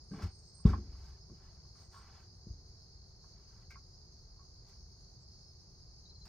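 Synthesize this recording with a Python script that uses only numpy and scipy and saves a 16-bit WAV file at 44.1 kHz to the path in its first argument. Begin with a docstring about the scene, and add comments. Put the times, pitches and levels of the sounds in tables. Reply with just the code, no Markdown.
"""In a wooded sawmill yard a heavy log is rolled over and drops on the steel bed.
Landings push the damped modes of log and bed into a boom; bark catching on the cross rails grinds,
steel parts knock through modes of their own, and rubbing is grit ringing broad bark resonances under a hiss.
Insects are pulsed tones over noise bands, a near cricket trills, two small birds sing gliding sines,
and a far low rumble is shaped noise."""
import sys
import numpy as np
from scipy import signal
from scipy.fft import rfft, irfft
from scipy.io import wavfile

SR = 44100
rng = np.random.default_rng(int(sys.argv[2]) if len(sys.argv) > 2 else 0)


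def ratio(d):
    """dB to gain"""
    e = np.asarray(d, float) / 20
    return 10 ** e


def int16_out(signal):
    """Quantize to a 16-bit WAV file."""
    q = np.round(np.clip(np.atleast_2d(signal).T, -1, 1) * 32767)
    wavfile.write(sys.argv[1], SR, q.astype(np.int16))


N = 276948
TIME = np.arange(N) / SR

# Modes of log and bed frame. Each row: frequency in Hz, relative level in dB,
# free decay time to -60 dB in seconds.
BED = [(51.5, 3, 0.31), (65.1, 1.5, 0.57), (89.8, -3, 0.55), (111.3, 6.5, 0.11), (166, 6, 0.066),
       (200.7, -1, 0.13), (287, -16.5, 0.81), (343, -6, 0.17), (416.5, -16, 0.43), (549, -12.5, 0.066)]
# Modes of rails and clamps. Each row: frequency in Hz, relative level in dB,
# free decay time to -60 dB in seconds.
RAILS = [(770, -4, 0.089), (1050, -15, 0.044), (1110, 1, 0.12), (1260, -2.5, 0.049), (1372, -5, 0.1),
         (1550, -6.5, 0.065), (2150, -3, 0.045), (2284, -6.5, 0.037), (3700, -4, 0.036), (4980, -3.5, 0.12)]
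HELD = 0.5   # parts in contact damp each other: share of the rails' free decay time


def rms_one(x):
    """Normalisation to unit root-mean-square."""
    return x / np.sqrt(np.mean(x ** 2) + 1e-20)


def at_hz(points, hz):
    """Spectrum interpolated in dB along a logarithmic frequency axis."""
    point_hz, point_value = np.array(points).T
    return np.interp(np.log(hz), np.log(point_hz), point_value)


def drift(rate_hz):
    """Random modulation of unit spread: white noise through a critically damped low-pass."""
    step = 40   # samples between computed values
    r = np.exp(-2 * np.pi * rate_hz * step / SR)
    slow = signal.lfilter([1], [1, -2 * r, r * r], rng.standard_normal(N // step + 2002))
    slow = slow[2000:]   # the filter has settled
    return np.interp(np.arange(N) / step, np.arange(len(slow)), rms_one(slow - slow.mean()))


def ring(force, hz, t60):
    """Damped resonator: a unit click sets off a decaying sine of height 1; t60 in seconds."""
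    r = ratio(-60 / (t60 * SR))
    w = 2 * np.pi * hz / SR
    return signal.lfilter([0, np.sin(w)], [1, -2 * r * np.cos(w), r * r], force + 1e-18)


def band(x, low_hz, high_hz):
    """Band-pass filtering by a Butterworth response."""
    sos = signal.butter(2, [low_hz, high_hz], "band", fs=SR, output="sos")
    return signal.sosfilt(sos, x)


def placed(x, pan_db, lag_s):
    """Stereo by level and time difference: left is pan_db stronger, right comes lag_s later."""
    right = np.interp(TIME - lag_s, TIME, x)
    return np.array([x * ratio(pan_db / 2), right * ratio(-pan_db / 2)])


def banded_noise(spectrum, patchy_db, patch_rate_hz, count):
    """Diffuse field: noise bands with partial left-right coherence and fluctuating levels; mid rms 1."""
    # Left-right likeness. Each row: frequency in Hz, likeness from 0 to 1.
    likeness = [(130, 0.97), (400, 0.87), (700, 0.063), (1500, 0.72), (4000, 0.045)]
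    # Spectral balance of the channels. Each row: frequency in Hz, left over right in dB.
    leaning = [(200, .3), (400, 1.5), (800, 0), (2200, 1.5), (4900, -1.5), (9400, 4), (13000, 3)]
    edges = np.geomspace(spectrum[0][0], spectrum[-1][0], count + 1)
    hz = np.fft.rfftfreq(N, 1 / SR) + 0.0011   # keeps the logarithm finite
    alike = np.clip(at_hz(likeness, hz), 0, 1)
    mid, side = rfft(rng.standard_normal((2, N))) * ratio(at_hz(spectrum, hz))
    pair = np.sqrt(1 + alike) * mid + np.sqrt(1 - alike) * side * [[1], [-1]]
    pair *= ratio(at_hz(leaning, hz) * [[0.5], [-0.5]])
    pair[1] *= np.exp(-2j * np.pi * hz * 0.00019)   # right channel 0.19 ms later
    together = drift(patch_rate_hz / 2)
    out = np.zeros((2, N))
    for low, high in zip(edges, edges[1:]):
        flicker_db = patchy_db * (0.76 * together + drift(patch_rate_hz))
        out += ratio(flicker_db) * irfft(pair * ((hz >= low) & (hz < high)), N)
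    return out / np.std(out.mean(axis=0))


def grains(per_s, spread_db):
    """Random impulse train: uneven clicks of either sign whose density fluctuates into clumps."""
    sizes = ratio(spread_db * np.minimum(rng.exponential(1, N), 4)) * rng.choice([-1, 1], N)
    density = per_s * ratio(3.0 * drift(30))
    return sizes * (rng.random(N) < density / SR)


def rumble():
    """Far broadband source: steady shaped noise whose upper part loses level with distance."""
    # Rumble spectrum. Each row: frequency in Hz, relative level per Hz in dB.
    spectrum = [(13, -40), (22, 3.5), (70, 3.5), (153, -6), (280, -24.5), (387, -16.5), (440, -22),
                (608, -26.5), (663, -23), (2420, -40.5), (2870, -49.5), (3800, -49), (8360, -120)]
    low = ratio(-56) * banded_noise(spectrum, patchy_db=0.0, patch_rate_hz=5.0, count=12)
    # the upper rumble thins as its source draws away, 0.2256 dB per second
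    extra = ratio(0.2256 * (N / SR - TIME)) - 1
    return low + extra * band(low, 180, 4000)


def trill(hz, per_s):
    """Pulsed stridulation: each wing stroke is a short tone that sags in pitch; strokes differ a little."""
    stroke = np.cumsum(per_s * (1 + 0.019 * drift(17))) / SR % 1
    pitch_hz = hz * (1 + 0.012 * (0.5 - stroke) + 0.00325 * drift(18.96))
    tone = np.sin(2 * np.pi * np.cumsum(pitch_hz) / SR)
    return rms_one(tone * np.sin(np.pi * stroke) * ratio(2.0 * drift(37)))


def chorus():
    """Incoherent sum: countless far singers blur into noise bands; a dozen nearer ones stand out and fade."""
    # Blurred chorus. Each row: frequency in Hz, relative level per Hz in dB.
    spectrum = [(2120, -42.5), (3600, -30.5), (3850, -20.5), (4180, -9), (4900, -2.5), (5620, -11.5),
                (6320, -7.5), (7800, -35), (8200, -39), (9390, -27), (10800, -43.5), (14600, -35.5),
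                (15800, -41)]
    blur = banded_noise(spectrum, patchy_db=1.1, patch_rate_hz=12, count=16)
    nearer = np.zeros((2, N))
    for hz, (pace, side, lag) in zip(np.linspace(4680, 5250, num=12), rng.random((12, 3))):
        song = trill(hz * (1 + 0.01 * drift(2.1)), 12 + 40 * pace)
        nearer += placed(song * ratio(5.1 * drift(7.3)), 8 * side - 7, 0.000618 * lag)
    return ratio(-64.5) * (ratio(-3.5) * blur + ratio(-3.0) * rms_one(nearer))


def cricket():
    """Stridulation as amplitude modulation: even wing strokes on a steady pitch, slower for a while."""
    pitch_hz, level_db = 4315, -73.5
    usual_per_s, slow_per_s = 55.3, 44.5
    slow_from_s, slow_to_s, change_s = 1.76, 3.32, 0.1
    slowed = (np.tanh((TIME - slow_from_s) / change_s) - np.tanh((TIME - slow_to_s) / change_s)) / 2
    per_s = (usual_per_s + (slow_per_s - usual_per_s) * slowed) * (1 + 0.02 * drift(5))
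    # a stroke sounds for 0.6 of its period
    stroke = np.minimum(np.cumsum(per_s) / SR % 1 / 0.6, 1)
    sagging_hz = pitch_hz * (1 + 0.013 * (0.5 - stroke) + 0.00223 * drift(19))
    tone = np.sin(2 * np.pi * np.cumsum(sagging_hz) / SR)
    return ratio(level_db + 2.0 * drift(2.8)) * rms_one(tone * np.sin(np.pi * stroke))


def note(s, length, peak_db, start_hz, end_hz, arch_hz, swell):
    """Frequency modulation: a sine glides, its pitch bowing by arch_hz, under a sine swell to a power."""
    part = np.clip((TIME - s) / length, 0, 1)
    bow = np.abs(np.sin(np.pi * part)) * (part < 1)
    pitch_hz = start_hz + (end_hz - start_hz) * part + arch_hz * bow
    return ratio(peak_db) * bow ** swell * np.sin(2 * np.pi * np.cumsum(pitch_hz) / SR)


def birds():
    """Near-sinusoidal song: thin notes tremble and break up among the leaves at right, chirps fall at left."""
    # High thin notes. 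Each row: start in seconds, length in seconds, level in dB before flicker,
    # start and end pitch in Hz before arch and tremble.
    seeps = [(0.016, 0.18, -80, 8830, 8200), (0.292, 0.23, -77, 8530, 8130), (0.527, 0.12, -69, 8430, 8410),
             (1.74, 0.13, -77, 8840, 8160), (1.897, 0.134, -78, 8460, 8220), (2.3, 0.09, -87, 8400, 8700),
             (5.203, .046, -78, 7800, 7250)]
    # Falling chirps of a second bird. Each row: start in seconds, peak level in dB, start pitch in Hz.
    falling = [(6.043, -59.5, 4120), (6.088, -56.5, 4250), (6.143, -57, 4350), (6.204, -55.5, 4280)]
    tremble_hz, flicker_db = 40 * drift(80), 5.3 * drift(30)
    thin = sum(note(s, length, db + flicker_db, start_hz + tremble_hz, end_hz + tremble_hz,
                    arch_hz=143, swell=0.56)
               for s, length, db, start_hz, end_hz in seeps)
    chirps = sum(note(s, 0.0316, db, hz, hz - 298, arch_hz=0, swell=1.5) for s, db, hz in falling)
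    echo = np.interp(TIME - 0.017, TIME, thin + chirps)
    direct = placed(thin, -13.0, 0.000004) + placed(chirps, 4.9, -0.000043)
    return direct + ratio(-4.5) * placed(echo, 2.9, 0.0011)


def rubbing():
    """Friction as dense impacts: grit rings the bark's broad resonances and the rails; a dry hiss rides on top."""
    # Bark, boots and sawdust rubbing. Each row: start, loudest moment and end in seconds, level in dB,
    # hiss relative to it in dB. A row that ends before its loudest moment is silent.
    rubs = np.array([(0.104, 0.183, 0.26, -60, -8), (0.193, 0.233, 0.32, -57.5, 1.5),
                     (0.635, 0.67, 0.8, -54.5, -2), (0.59, 1.087, 1.22, -71, 0.5),
                     (1.302, 1.442, 1.71, -73.5, -6), (1.726, 1.813, 1.92, -73, 5),
                     (1.908, 1.933, 2.19, -67.5, 1.5), (1.976, 2.194, 2.28, -68, -5.5),
                     (3.19, 3.626, 3.67, -75, -2), (3.697, 3.708, 3.77, -70.5, 9),
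                     (4.606, 4.697, 4.8, -75.5, 3), (5.185, 5.25, 5.1, -68, 3),
                     (6.253, 6.254, 6.33, -64.5, 3.5)])
    # Bark resonances. Each row: frequency in Hz, relative level in dB.
    bark = [(600, -47), (800, -1), (1150, -4.5), (1600, -2.5), (2400, -7), (3400, -5.5)]
    shapes = np.array([np.interp(TIME, row[:3], [0, 1, 0]) for row in rubs])
    strokes = ratio(rubs[:, 3:4]) * shapes
    grit = grains(per_s=3000, spread_db=2.5)
    pitches = np.geomspace(600, 3400, num=14)
    dealt = rng.integers(0, len(pitches), N)   # each grain excites one resonance
    body = sum(ratio(at_hz(bark, hz)) * ring(grit * (dealt == k), hz, 55 / hz)
               for k, hz in enumerate(pitches))
    rails = sum(ratio(db) * ring(grit, hz, HELD * t60) for hz, db, t60 in RAILS)
    body = rms_one(body) + ratio(-5) * rms_one(rails)
    sand = grains(per_s=6000, spread_db=3)
    hiss = band(band(sand, 4500, 8700), 3600, 5740) + ratio(-20.0) * band(sand, 8200, 19000)
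    # the hiss gathers at the peak of a stroke
    hiss_level = ratio(rubs[:, 4]) @ (strokes * shapes ** 1.05)
    return strokes.sum(axis=0) * rms_one(body) + hiss_level * rms_one(hiss)


def grinding():
    """Repeated catch and release: bark ridges catch on the rails and shake the upper bed modes."""
    # The log as it turns and rocks. Each row: start in seconds, length in seconds,
    # initial level in dB, fading in dB per second.
    turns = [(0.108, 0.18, -43, 60), (0.657, 0.66, -33, 117), (1.302, 0.05, -47.5, 283.5)]
    catches = band(grains(per_s=580, spread_db=-0.5), 142, 417)
    shaken = rms_one(sum(ratio(db) * ring(catches, hz, 0.42 * t60) for hz, db, t60 in BED))
    level = np.zeros(N)
    for s, length, db, fading in turns:
        edge = np.clip(np.minimum(TIME - s, s + length - TIME) / 0.009, 0, 1)   # 9 ms ramps
        level += ratio(db - fading * np.clip(TIME - s, 0, length)) * edge
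    return shaken * level


def thumps():
    """Modal impact: a longer contact drives only the low modes, and a log left lying damps them."""
    # Log on the bed. Each row: start in seconds, peak level in dB, contact length in ms,
    # share of free ringing from 0 to 1.
    landings = [(0.11, -43, 1.7, 0.2), (0.6507, -7, 2.92, 0.73), (1.298, -49, 0.48, 1),
                (2.467, -38.5, 1.84, 1), (2.497, -36.5, 6.5, 0.3), (6.259, -48, 3.8, 0.7)]
    # Soft contacts: a judder over a rail, then rocking after the drop. Each row: start in seconds,
    # gap in seconds, first peak in dB, change in dB per contact, contact length in ms.
    runs = [(0.227, 0.01105, -29.5, -0.3, 5.93), (.878, .047, -40.5, -1.67, 8.9)]
    # Number of contacts in each run.
    run_contacts = (3, 6)
    # Share of free ringing in each run, from 0 to 1.
    run_free = (0.21, 0.52)
    contacts = list(landings)
    for (s, gap, db, change_db, ms), count, free in zip(runs, run_contacts, run_free):
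        contacts += [(s + k * gap, db + k * change_db, ms, free) for k in range(round(count))]
    chance = rng.normal(0, 1, (len(contacts), len(BED)))   # dB, where the blow falls on each mode
    out = np.zeros(N)
    for (s, peak_db, ms, free), own_db in zip(contacts, chance):
        at, size = round(s * SR), round(ms * SR / 1000)
        push = np.zeros(SR)
        # the bed first dips away, then takes a smooth push
        push[:2 * size] = np.concatenate([-0.35 * np.hanning(size), np.hanning(size)])
        boom = sum(ratio(db + d) * ring(push, hz, free * t60) for (hz, db, t60), d in zip(BED, own_db))
        boom = band(boom, 45.5, 3700)   # the open frame radiates little below its lowest mode
        out[at:at + SR] += (ratio(peak_db) * boom / np.abs(boom).max())[:N - at]
    return out


def knocks():
    """Modal excitation by short contacts, most of them stuttering: the spot struck favours modes near one pitch."""
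    # Knocks on the steel. Each row: start in seconds, peak level in dB, stutter decay in ms,
    # strongest pitch in Hz.
    blows = list([(0.112, -57.5, 4, 1590), (0.133, -49.5, 10, 770), (0.143, -52.5, 4, 1550),
                  (0.187, -49, 5, 1550), (0.196, -48, 5.5, 770), (0.215, -49, 6.4, 1550),
                  (0.229, -50, 8, 770), (0.653, -40, 19, 1070), (0.654, -47.5, 5.5, 3700),
                  (.69, -43, 6.6, 1390), (0.7305, -34, 7.9, 1110), (0.749, -50, 5.1, 1330),
                  (1.753, -61.5, 4.2, 1550), (1.94, -51.5, 65, 1220), (3.24, -58, 4.3, 1250),
                  (3.704, -49, 13, 1890), (3.739, -53.5, 9, 2280), (3.756, -48.5, 4.8, 1360),
                  (3.767, -58, 2.2, 1330), (4.389, -60.5, 21, 1030)])
    # Faint single clinks of steel, evenly spaced and slowly weakening, counted back from the last:
    # its start in seconds, step in seconds, peak in dB, rise in dB per step back,
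    # stutter in ms (0: one contact), strongest pitch in Hz.
    clinks = (2, -0.35, -65, 1.0, 0, 1108.5)
    last_s, step_s, last_db, rise_db, *contact = clinks
    blows += [(last_s + k * step_s, last_db + k * rise_db, *contact) for k in range(6)]
    after, out = np.arange(SR // 4) / SR, np.zeros(N)
    chance = rng.normal(0, 1.3, (len(blows), len(RAILS)))   # dB
    for (s, peak_db, ms, best_hz), own_db in zip(blows, chance):
        stutter = np.exp(-after * 1000 / ms) * np.minimum(after / 0.0035, 1)
        force = stutter * rng.standard_normal(len(after)) * (rng.random(len(after)) < 0.1)
        force[0] = 0.33   # the first contact
        padded = band(force, best_hz / 1.5, best_hz * 1.5)   # bark pads the blow
        knock = np.zeros(len(after))
        for (hz, db, t60), d in zip(RAILS, own_db):
            octaves_off = min(abs(np.log2(hz / best_hz)), 1.4)
            knock += ratio(db + d - 24 * octaves_off) * ring(padded, hz, HELD * t60)
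        # the crack of the contact
        knock += ratio(-21.0) * band(force * np.exp(-after / 0.0036), 4300, 15100)
        at = round(s * SR)
        out[at:at + len(after)] += (ratio(peak_db) * knock / np.abs(knock).max())[:N - at]
    return out


def yard(x):
    """Discrete reflections: a few dull echoes lean left and right in turn."""
    # Bed, ground, log piles and trees. Each row: delay in seconds, level in dB.
    echoes = [(.0031, -21), (.0052, -7), (.021, -15.5), (.043, -19.5)]
    dull = band(x, 520, 7500)
    return sum(ratio(db) * placed(np.interp(TIME - s, TIME, dull), 7.2 * (-1) ** k, 0.00239)
               for k, (s, db) in enumerate(echoes))


def scene():
    """Superposition of the mill in front with its echoes, and insects, birds and rumble around."""
    around = rumble() + chorus() + placed(cricket(), 3.7, 0.00018) + birds()
    rub = rubbing()
    log = grinding() + thumps()
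    steel = knocks()
    near = placed(log, 1.0, 0.00003) + placed(steel, -0.55, 0.00006) + placed(rub, 1.0, 0.000018)
    return near + yard(log + steel + rub) + around


def low_pass(x):
    """Removes everything above the highest recorded frequency."""
    return signal.sosfilt(signal.butter(12, 15940, fs=SR, output="sos"), x)


def record(dry):
    """High-pass response: the microphone cuts the deepest bass."""
    mix = signal.sosfilt(signal.butter(2, 38, "high", fs=SR, output="sos"), dry)
    return low_pass(mix)


dry = scene()
out = record(dry)
int16_out(out)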